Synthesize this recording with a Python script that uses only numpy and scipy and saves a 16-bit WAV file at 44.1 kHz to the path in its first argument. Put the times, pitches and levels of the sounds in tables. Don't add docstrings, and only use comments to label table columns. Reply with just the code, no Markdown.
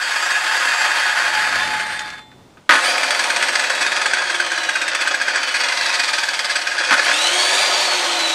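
import sys
import numpy as np
from scipy import signal
from scipy.fft import rfft, irfft
from scipy.io import wavfile
from scipy.ndimage import uniform_filter1d

SR = 44100
rng = np.random.default_rng(int(sys.argv[2]) if len(sys.argv) > 2 else 0)


def to_wav(sig):
    pcm = np.clip(np.atleast_2d(sig), -1, 1) * 32767
    pcm = np.round(pcm).astype(np.int16)
    wavfile.write(sys.argv[1], SR, pcm.T)


N = 367794
TIME = np.arange(N) / SR
CUTOFF_HZ = 15500


def from_db(db):
    return 10 ** (np.asarray(db) / 20)


def rms_one(x):
    return x / np.sqrt(np.mean(x ** 2) + 1e-20)


def in_time(points):
    return np.interp(TIME, *np.transpose(points))


def at_hz(points, hz):
    f, level = np.transpose(points)
    return np.interp(np.log(np.maximum(hz, 1)), np.log(f), level)


def near(speed, centre, octaves):
    return np.exp(-(np.log2(speed / centre) / octaves) ** 2)


def drift(rate_hz):
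    r = np.exp(-40 * np.pi * rate_hz / SR)
    slow = signal.lfilter([1], [1, -2 * r, r * r], rng.standard_normal(N // 20 + 2002))[2000:]
    return np.interp(np.arange(N) / 20, np.arange(len(slow)), rms_one(slow))


def resonate(x, hz, width):
    r = np.exp(-np.pi * width / SR)
    poles = [1, -2 * r * np.cos(2 * np.pi * hz / SR), r * r]
    return signal.lfilter(np.array([1, 0, -1]) * (1 - r * r) / 2, poles, x + 1e-18)


def colour(x, spectrum, resonances=(), size=4096):
    cepstrum = irfft(np.log(from_db(at_hz(spectrum, np.fft.rfftfreq(size, 1 / SR)))))
    cepstrum[1:size // 2] *= 2
    cepstrum[size // 2 + 1:] = 0
    response = irfft(np.exp(rfft(cepstrum)))
    for hz, width, lift_db in resonances:
        response = response + (from_db(lift_db) - 1) * resonate(response, hz, width)
    return signal.oaconvolve(x, response / np.linalg.norm(response))[:N]


def noise(spectrum):
    return colour(rng.standard_normal(N), spectrum)


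def impacts(per_s, spread_db):
    chance = np.clip(per_s / SR, 1e-4, 1)
    sizes = rms_one(from_db(spread_db * np.clip(rng.standard_normal(N), -2, 2)))
    signs = rng.choice([-1, 1], N)
    return (rng.random(N) < chance) * sizes * signs / np.sqrt(chance)


def blow(age, rise, hold, decay):
    return np.minimum(age / rise, 1) * np.exp(-np.maximum(age - hold, 0) / decay)


def bursts(rows, rise, decay):
    power = np.zeros(N)
    for s, db, hold in rows:
        start = int(s * SR)
        age = TIME[:min(SR // 5, N - start)]
        power[start:start + len(age)] += (from_db(db) * blow(age, rise, hold, decay)) ** 2
    return np.sqrt(power)


def tones(speed, orders, radiation, width_hz, steady):
    out, angle = 0, 2 * np.pi * np.cumsum(speed) / SR
    rough = drift(width_hz) + 1j * drift(width_hz)
    swing = np.sqrt(2 * steady) + np.sqrt(1 - steady) * rough
    size, slip = np.abs(swing), np.angle(swing)
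    for multiple, db in orders:
        hz, shift = multiple * speed[::64], rng.integers(N)
        gain = np.repeat((hz < CUTOFF_HZ) * from_db(db + at_hz(radiation, hz)), 64)[:N]
        out = out + gain * np.roll(size, shift) * np.sin(multiple * angle + np.roll(slip, shift))
    return out


# frequency in Hz, level in dB.
ROOM_TONE_EQ = [(40, -24), (100, -17), (200, -5), (400, -16), (800, 1), (1600, -5), (4000, -9), (9000, -17),
                (15000, -47)]

def room_tone():
    return from_db(-55) * noise(ROOM_TONE_EQ)


# time in seconds, level in dB.
HANDLING_FADER = [(0, -58), (1.0, -56.5), (1.5, -45.5), (1.65, -41), (2.0, -47.5), (2.6, -49.5), (2.8, -62),
                  (8.34, -60)]
# frequency in Hz, level in dB.
HANDLING_EQ = [(25, -20), (45, -20), (65, -10.5), (110, -9.5), (200, -8), (400, -12.5), (1000, -20),
               (3000, -46)]

def handling():
    return from_db(in_time(HANDLING_FADER) + 1.5 * drift(2)) * noise(HANDLING_EQ)


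# frequency in Hz, width in Hz, lift in dB.
ROOM_MODES = [(280, 17, 2), (345, 50, 4.5), (435, 60, -6), (506, 16, 2.5), (610, 40, 4.5), (655, 30, -3),
              (735, 60, 4), (800, 50, -4), (875, 45, 4.5), (935, 25, 3), (1020, 35, -3), (1070, 30, 2.5),
              (1120, 30, -3), (2880, 200, -3), (5140, 520, -3.5)]

def workshop(x, t60, wet_db):
    for hz, width, lift_db in ROOM_MODES:
        x = x + (from_db(lift_db) - 1) * resonate(x, hz, width)
    age = TIME[:SR // 2]
    tail = rng.standard_normal(len(age)) * from_db(-60 * age / t60) * (age > .003)
    return x + from_db(wet_db) * signal.oaconvolve(x, tail / np.linalg.norm(tail))[:N]


# start in seconds, level in dB.
SNAPS = [(1.992, -22), (2.102, -32), (2.180, -46)]
# frequency in Hz, level in dB.
SNAP_EQ = [(300, -17), (1500, 1), (3000, 7), (8000, -5), (11000, -20), (15000, -32)]

def snaps():
    force = bursts([(s, db, .002) for s, db in SNAPS], rise=.0006, decay=.004)
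    return colour(impacts(12000, spread_db=4) * force, SNAP_EQ)


# frequency in Hz, level in dB, width in Hz.
BLADE_MODES = [(860, -3, 3), (926, -6, 12), (1798, 0, 10), (1803, -5, 4), (1868, -7, 3), (2099, -8, 4),
               (2153, -9, 4), (2412, 0, 12), (2487, -1, 9), (2665, 1, 12), (2848, -4, 10), (2918, -4, 10),
               (3172, -3, 8), (3178, -11, 4), (3235, 1, 10), (3435, -7, 9), (3537, -9, 3), (3598, -5, 4),
               (3612, -3, 9), (4086, -10, 3), (4393, -4, 9), (4540, -5, 12), (4737, -1, 10), (4790, -5, 10),
               (4947, -5, 9), (4996, -6, 9), (5340, -13, 9), (5841, -9, 9), (6234, -9, 9), (6573, -8, 10),
               (6700, -10, 12), (7181, -9, 9), (7270, -10, 9), (7355, -18, 4), (7391, -6, 8),
               (7752, -15, 3), (7811, -12, 8), (7900, -12, 9), (8250, -14, 12), (8430, -15, 12),
               (9500, -19, 9), (10200, -21, 10), (10810, -19, 10), (11050, -22, 10)]

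def blade_ring(teeth, speed):
    rubbed = teeth * from_db(-12.5) * np.tanh(speed / 184)
    free = teeth * from_db(-11) / np.hypot(1, (speed / 45.3) ** 3)
    waver = from_db(1.6 * drift(6.1))
    out = 0
    for hz, db, width in BLADE_MODES:
        mode = resonate(free if width < 5 else rubbed, hz, width) * np.sqrt(SR / (np.pi * width))
        out = out + from_db(db) * np.roll(waver, rng.integers(N)) * mode
    return out


# time in seconds, level in dB.
GRIND_FADER = [(0, -22), (.7, -17.5), (1.25, -16), (1.55, -13.5), (1.85, -16), (2.05, -14.5)]
# start in seconds, level in dB.
CATCHES = [(.157, -18.5), (0.223, -17.5), (0.303, -18), (0.678, -19.5), (0.867, -28), (.920, -35),
           (.998, -19), (1.196, -20)]
# frequency in Hz, level in dB.
GRIND_EQ = [(120, -41), (330, -17.5), (500, -11), (850, -2), (1200, 1), (1620, 6.5), (2240, 1),
            (2900, -2.5), (3900, -10.5), (4600, -3), (5400, -12), (8500, -19), (11000, -23.5), (15500, -52)]

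def runout(speed, fade_speed=70, release_s=.0081):
    r = np.exp(-1 / (release_s * SR))
    turning = 1 - signal.lfilter([1 - r], [1, -r], 1 - np.tanh(speed / fade_speed))
    pressure = from_db(in_time(GRIND_FADER) + 1.7 * drift(64)) * turning * (TIME < PULLS[0][0])
    catches = from_db(1.5) * bursts([(s, db, .0048) for s, db in CATCHES], rise=.0022, decay=.0093)
    teeth = impacts(2500 + 30 * speed, spread_db=.5) * np.hypot(pressure, catches)
    grind = from_db(-.2) * colour(teeth, GRIND_EQ, [(1655, 120, 6.5), (7040, 180, -4)])
    rasp = near(speed, 19.7, octaves=.7) * resonate(resonate(teeth, 8400, 540), 8400, 540)
    return grind + rasp + blade_ring(teeth, speed)


# frequency in Hz, width in Hz, lift in dB,
# level of the struck ring in dB.
HOUSING_MODES = [(1606, 200, 2.5, -4.5), (1690, 120, 3, -23), (2490, 89, 6.5, -20), (3200, 55, 4.5, -22),
                 (3394, 49, 13.5, -25), (4570, 710, 6, -12), (5690, 90, 2, -16.5), (6110, 60, 8.5, -17),
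                 (6700, 89, 8.5, -20.5), (7960, 160, 11.5, -34), (8270, 130, -10, -15)]

def housing_ring(contacts, detune=.016):
    out, age = np.zeros(N), TIME[:SR // 10]
    hz, _, _, struck_db = np.transpose(HOUSING_MODES)
    for s, db, hold, clang_db in contacts:
        offset, phase = rng.standard_normal((2, len(hz)))
        gain = from_db(db + struck_db + clang_db * (hz < 2000))
        modes = np.sin(2 * np.pi * (np.outer(age, hz * (1 + detune * offset)) + phase))
        start = int(s * SR)
        out[start:start + len(age)] += modes @ gain * blow(age, rise=.004, hold=hold / 2, decay=.0076)
    return out


# start in seconds, level in dB, scrape in seconds,
# extra low clang in dB.
SLAPS = [(2.978, -14, 0.003, -7), (3.03, -12, 0.0028, 0), (3.104, -9.5, 0.003, -6), (3.144, -17, 0.005, -7),
         (3.191, -10, 0.0036, -1), (3.238, -14.5, 0.005, -1), (3.299, -15, 0.0065, 6),
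         (3.36, -14, 0.0084, -5), (3.423, -12, 0.0064, -12), (3.482, -14.5, 0.01, 1),
         (3.552, -11, 0.0046, -21), (3.592, -15.5, 0.0073, -17), (3.636, -17.5, 0.0083, 3),
         (3.697, -13, 0.0048, 0.5), (3.747, -19.5, 0.011, -2), (3.806, -16.5, 0.025, -13),
         (3.862, -14, 0.0042, 9.5), (3.916, -15, 0.0038, -1), (3.959, -17.5, 0.012, -13),
         (4.013, -14.5, 0.0042, -16), (4.056, -14, 0.0077, 9), (4.133, -10, 0.0024, 7),
         (4.183, -18, 0.003, 14.5), (4.237, -29, 0.008, 18), (4.297, -17.5, 0.0069, 10.5),
         (4.342, -18.5, 0.014, 7), (4.399, -13, 0.003, 13), (4.462, -18.5, 0.0037, 5),
         (4.515, -18, 0.0045, 11.5), (4.574, -20, 0.008, 10), (4.631, -20, 0.01, 7),
         (4.688, -16.5, 0.0068, 13), (4.753, -16.5, 0.0077, 11.5), (4.814, -15.5, 0.0054, 9),
         (4.877, -16, 0.0082, 7), (4.947, -11, 0.0034, -13), (5.005, -19, 0.019, -1),
         (5.071, -17, 0.0099, 11), (5.141, -16, 0.0084, 12), (5.212, -17, 0.0059, 14),
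         (5.28, -16.5, 0.0069, 13), (5.355, -16.5, 0.0061, 12.5), (5.429, -17, 0.0054, -3),
         (5.472, -22, 0.021, -2), (5.539, -19.5, 0.031, 6), (5.6, -18, 0.014, -19), (5.634, -18, 0.012, -3),
         (5.683, -17, 0.0067, -9), (5.719, -19, 0.0083, 8), (5.77, -18.5, 0.007, -3),
         (5.808, -18, 0.0058, 11.5), (5.855, -17.5, 0.0087, 5), (5.889, -20.5, 0.014, 5),
         (5.936, -20, 0.022, 3), (5.992, -16, 0.01, 3.5), (6.032, -18.5, 0.012, -8),
         (6.077, -19.5, 0.019, -12), (6.13, -18, 0.015, 7), (6.18, -18.5, 0.014, 9),
         (6.231, -19, 0.0098, 9), (6.284, -19.5, 0.0081, 12.5), (6.332, -22.5, 0.017, 7),
         (6.389, -17.5, 0.008, 4.5), (6.442, -20.5, 0.016, -2), (6.494, -21, 0.023, 7.5),
         (6.553, -18.5, 0.016, 6), (6.612, -24.5, 0.012, 7), (6.668, -18, 0.0052, 12),
         (6.713, -23, 0.003, 16.5), (6.779, -22.5, 0.02, 13.5), (6.844, -18.5, 0.005, -4.5)]
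# frequency in Hz, level in dB.
SLAP_EQ = [(120, -55), (250, -11), (550, -9), (1000, 2.5), (1500, 6), (2000, 9), (2600, 5.5), (3500, -3),
           (5000, -2), (7000, -10.5), (9000, -8), (11500, -22), (15000, -46)]

def backlash(facing, rebound_s=.0074, loss_db=11.5):
    rebounds = [(s + hold + rebound_s, db - loss_db, .004, clang_db) for s, db, hold, clang_db in SLAPS]
    contacts = np.vstack([SLAPS, rebounds])
    scrapes = impacts(9000, spread_db=3) * bursts(contacts[:, :3], rise=.0042, decay=.0065)
    chatter = from_db(-.5) * colour(scrapes, SLAP_EQ, [mode[:3] for mode in HOUSING_MODES])
    presence = from_db(5.3) * facing * resonate(chatter, 4700, 1170)
    return chatter + presence + housing_ring(contacts)


# time in seconds, level in dB.
MESH_FADER = [(2.87, -16.5), (3.1, -21.5), (4.15, -19.5), (4.5, -23.5), (5.3, -18), (6.1, -25.5),
              (6.6, -23), (6.83, -18), (6.9, -13.5), (6.98, -13), (7.1, -15.5), (7.3, -35)]
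# frequency in Hz, level in dB.
MESH_EQ = [(120, -35), (250, -21), (550, -6), (1000, -8.5), (1550, 3), (2000, -1.5), (2600, -8),
           (3500, -15), (5000, -10), (7000, -23), (9000, -26), (11500, -59), (15000, -71)]

def gear_mesh(speed):
    rattle = impacts(2500 + 9 * speed, spread_db=3.5) * from_db(in_time(MESH_FADER) + 3 * drift(52))
    return from_db(-5.5) * colour(rattle, MESH_EQ, [mode[:3] for mode in HOUSING_MODES])


# start in seconds, level in dB, bouncing time in seconds.
KICKS = [(2.692, 2.5, 0.11), (6.908, -1, .04)]
# start in seconds, level in dB.
TICKS = [(2.315, -38), (2.571, -38.5)]
# frequency in Hz, level in dB.
KNOCK_EQ = [(40, -23), (130, -28), (220, -1), (400, 0.5), (800, 5), (1500, 15.5), (2300, 9), (4000, 1.5),
            (8000, -15), (11000, -19), (15000, -62)]

def knocks(gap_s=.015, shrink=.9, loss_db=2):
    bounce = np.arange(12)
    delay = np.cumsum(np.r_[0, gap_s * shrink ** bounce[:-1]])
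    hits = [(s + delay[k], db - k * loss_db) for s, db, length in KICKS for k in bounce[delay < length]]
    force = bursts([(s, db, .002) for s, db in hits + list(TICKS)], rise=.0008, decay=.011)
    return from_db(-7) * colour(impacts(9000, spread_db=2.5) * force, KNOCK_EQ, [(1510, 78, 1.8)])


def speed_gain(speed, cruise_db, per_decade_db):
    return from_db(cruise_db + per_decade_db * np.log10(speed / 400))


# frequency in Hz, level in dB.
CASING_EQ = [(100, -35), (250, -10), (350, 0), (800, -7), (1200, -8), (1600, 0), (2100, 0.5), (2500, 3),
             (3000, 4), (3500, 0), (3950, 1), (4200, -6), (4500, 1), (4850, 1), (5300, -5), (5800, -2),
             (6400, -7), (7500, -8), (8600, -1), (9300, -8), (10500, -12), (12000, -16), (15000, -31)]
# multiple of rotor speed, level in dB.
BALL_ORDERS = [(4.45, 0.5), (6, -3.5), (8.9, 1), (10.3, -7), (12.2, -12)]
# multiple of rotor speed, level in dB.
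SLIP_ORDERS = [(17.8, 0), (22.6, -6), (24, -5), (26.7, -6.5)]

def bearing(speed, facing, powered):
    hum = tones(speed, [(1, 0)], CASING_EQ, width_hz=20, steady=.8)
    hum *= speed_gain(speed, -47, 30) * from_db(10 * facing)
    cage = from_db(-41.5) * (1 - facing) * tones(speed, [(.47, 0)], CASING_EQ, width_hz=20, steady=.3)
    balls = tones(speed, BALL_ORDERS, CASING_EQ, width_hz=110, steady=0)
    slip = tones(speed, SLIP_ORDERS, CASING_EQ, width_hz=200, steady=0)
    critical = near(speed, 218, octaves=.22)
    howl_gain = speed_gain(speed, -36.5, 11) * from_db(.41 * facing + 8 * powered + 7.5 * critical)
    return hum + cage + howl_gain * (balls + slip)


# frequency in Hz, level in dB.
VENT_EQ = [(1700, -16), (2400, -12), (2850, -4), (3120, -1), (3300, -5), (3500, 1), (3750, -1), (3980, 1),
           (4200, -9), (4330, -7), (4490, 2), (4650, -3), (4800, -2), (5300, -11), (7500, -17)]
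# multiple of rotor speed, level in dB.
EDGE_ORDERS = [(36, -1), (42, -6), (48, -4), (54, -7), (61, -4), (66, -8), (73, -6)]

def commutator(speed, facing, bars=12):
    whine = from_db(-36 + 14 * facing) * tones(speed, [(bars, 0)], VENT_EQ, width_hz=20, steady=.93)
    edge_db = np.interp(speed, [200, 500], [-39, -53])
    return whine + from_db(edge_db) * tones(speed, EDGE_ORDERS, CASING_EQ, width_hz=90, steady=0)


# frequency in Hz, level in dB.
FAN_EQ = [(30, -60), (110, -35), (190, -18.5), (270, -13), (400, -6), (600, 3), (850, 2.5), (1300, 3),
          (2400, 0.5), (4500, -32), (9000, -46.5)]

def fan(speed, facing):
    return speed_gain(speed, -29, 32.7) * from_db(8.2 * facing + .86 * drift(23)) * noise(FAN_EQ)


# frequency in Hz, level in dB.
BRUSH_EQ = [(1000, -23), (2300, 14), (3300, 15), (4500, 12), (6000, 8.5), (8500, 0.5), (10500, -7),
            (13000, -16), (15500, -40)]
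# frequency in Hz, level in dB.
SPARK_EQ = [(2000, -19), (6000, 3), (9500, 5), (12000, -11), (15000, -30)]

def brushes(speed, facing, powered):
    hiss = colour(impacts(14000, spread_db=2), BRUSH_EQ, [(4350, 290, 2.2), (8360, 1200, 3.2)])
    hiss *= speed_gain(speed, -31.5, 35.7) * from_db(14.3 * facing)
    flutter = from_db(np.interp(speed, [150, 400], [2.2, 1.2]) * drift(50))
    sparks = from_db(-35.5) * powered * colour(impacts(5000, spread_db=14), SPARK_EQ)
    mains = 1 + .25 * powered * np.sin(2 * np.pi * 100 * TIME)
    return flutter * mains * (hiss + sparks)


# press in seconds, release in seconds, target speed in turns per second,
# time constant in seconds.
PULLS = [(2.69, 2.92, 637, .1125), (6.907, 7.66, 415, .281)]

def rotor_speed(start_speed=146, friction=62.8, fan_drag=.00036):
    steps, step_s = np.linspace(0, N / SR, 8000, retstep=True)
    speed = [start_speed]
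    for s in steps[1:]:
        change = -friction - fan_drag * speed[-1] ** 2
        for on, off, target, lag_s in PULLS:
            if on < s < off:
                change = (target - speed[-1]) / lag_s
        speed.append(max(speed[-1] + change * step_s, .01))
    return np.interp(TIME, steps, speed)


def motor(speed, facing, settle_s=.14):
    trigger = sum(1. * (TIME > on) * (TIME < off) for on, off, _, _ in PULLS)
    powered = uniform_filter1d(trigger, size=SR // 20)
    ducks = [1 - (TIME > on) * np.exp(-((TIME - on) / settle_s) ** 4) for on, _, _, _ in PULLS]
    rush = fan(speed, facing) + brushes(speed, facing, powered)
    tonal = commutator(speed, facing) + bearing(speed, facing, powered)
    return rush + np.prod(ducks, axis=0) * tonal


# time in seconds, share of the turn from 0 to 1.
FACING = [(5.3, 0), (5.85, 0.84)]

def scene():
    speed, facing = rotor_speed(), in_time(FACING)
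    started = np.clip((TIME - PULLS[0][0]) / .032, 0, 1)
    saw = runout(speed) + backlash(facing) + knocks() + snaps()
    saw += started * (gear_mesh(speed) + motor(speed, facing))
    return (workshop(saw, t60=.12, wet_db=-7.5) + handling() + room_tone())[None]


def record(dry):
    lowpass = signal.ellip(10, .1, 70, CUTOFF_HZ, fs=SR, output="sos")
    return signal.sosfiltfilt(lowpass, np.clip(dry, -1, 1))


dry = scene()
out = record(dry)
to_wav(out)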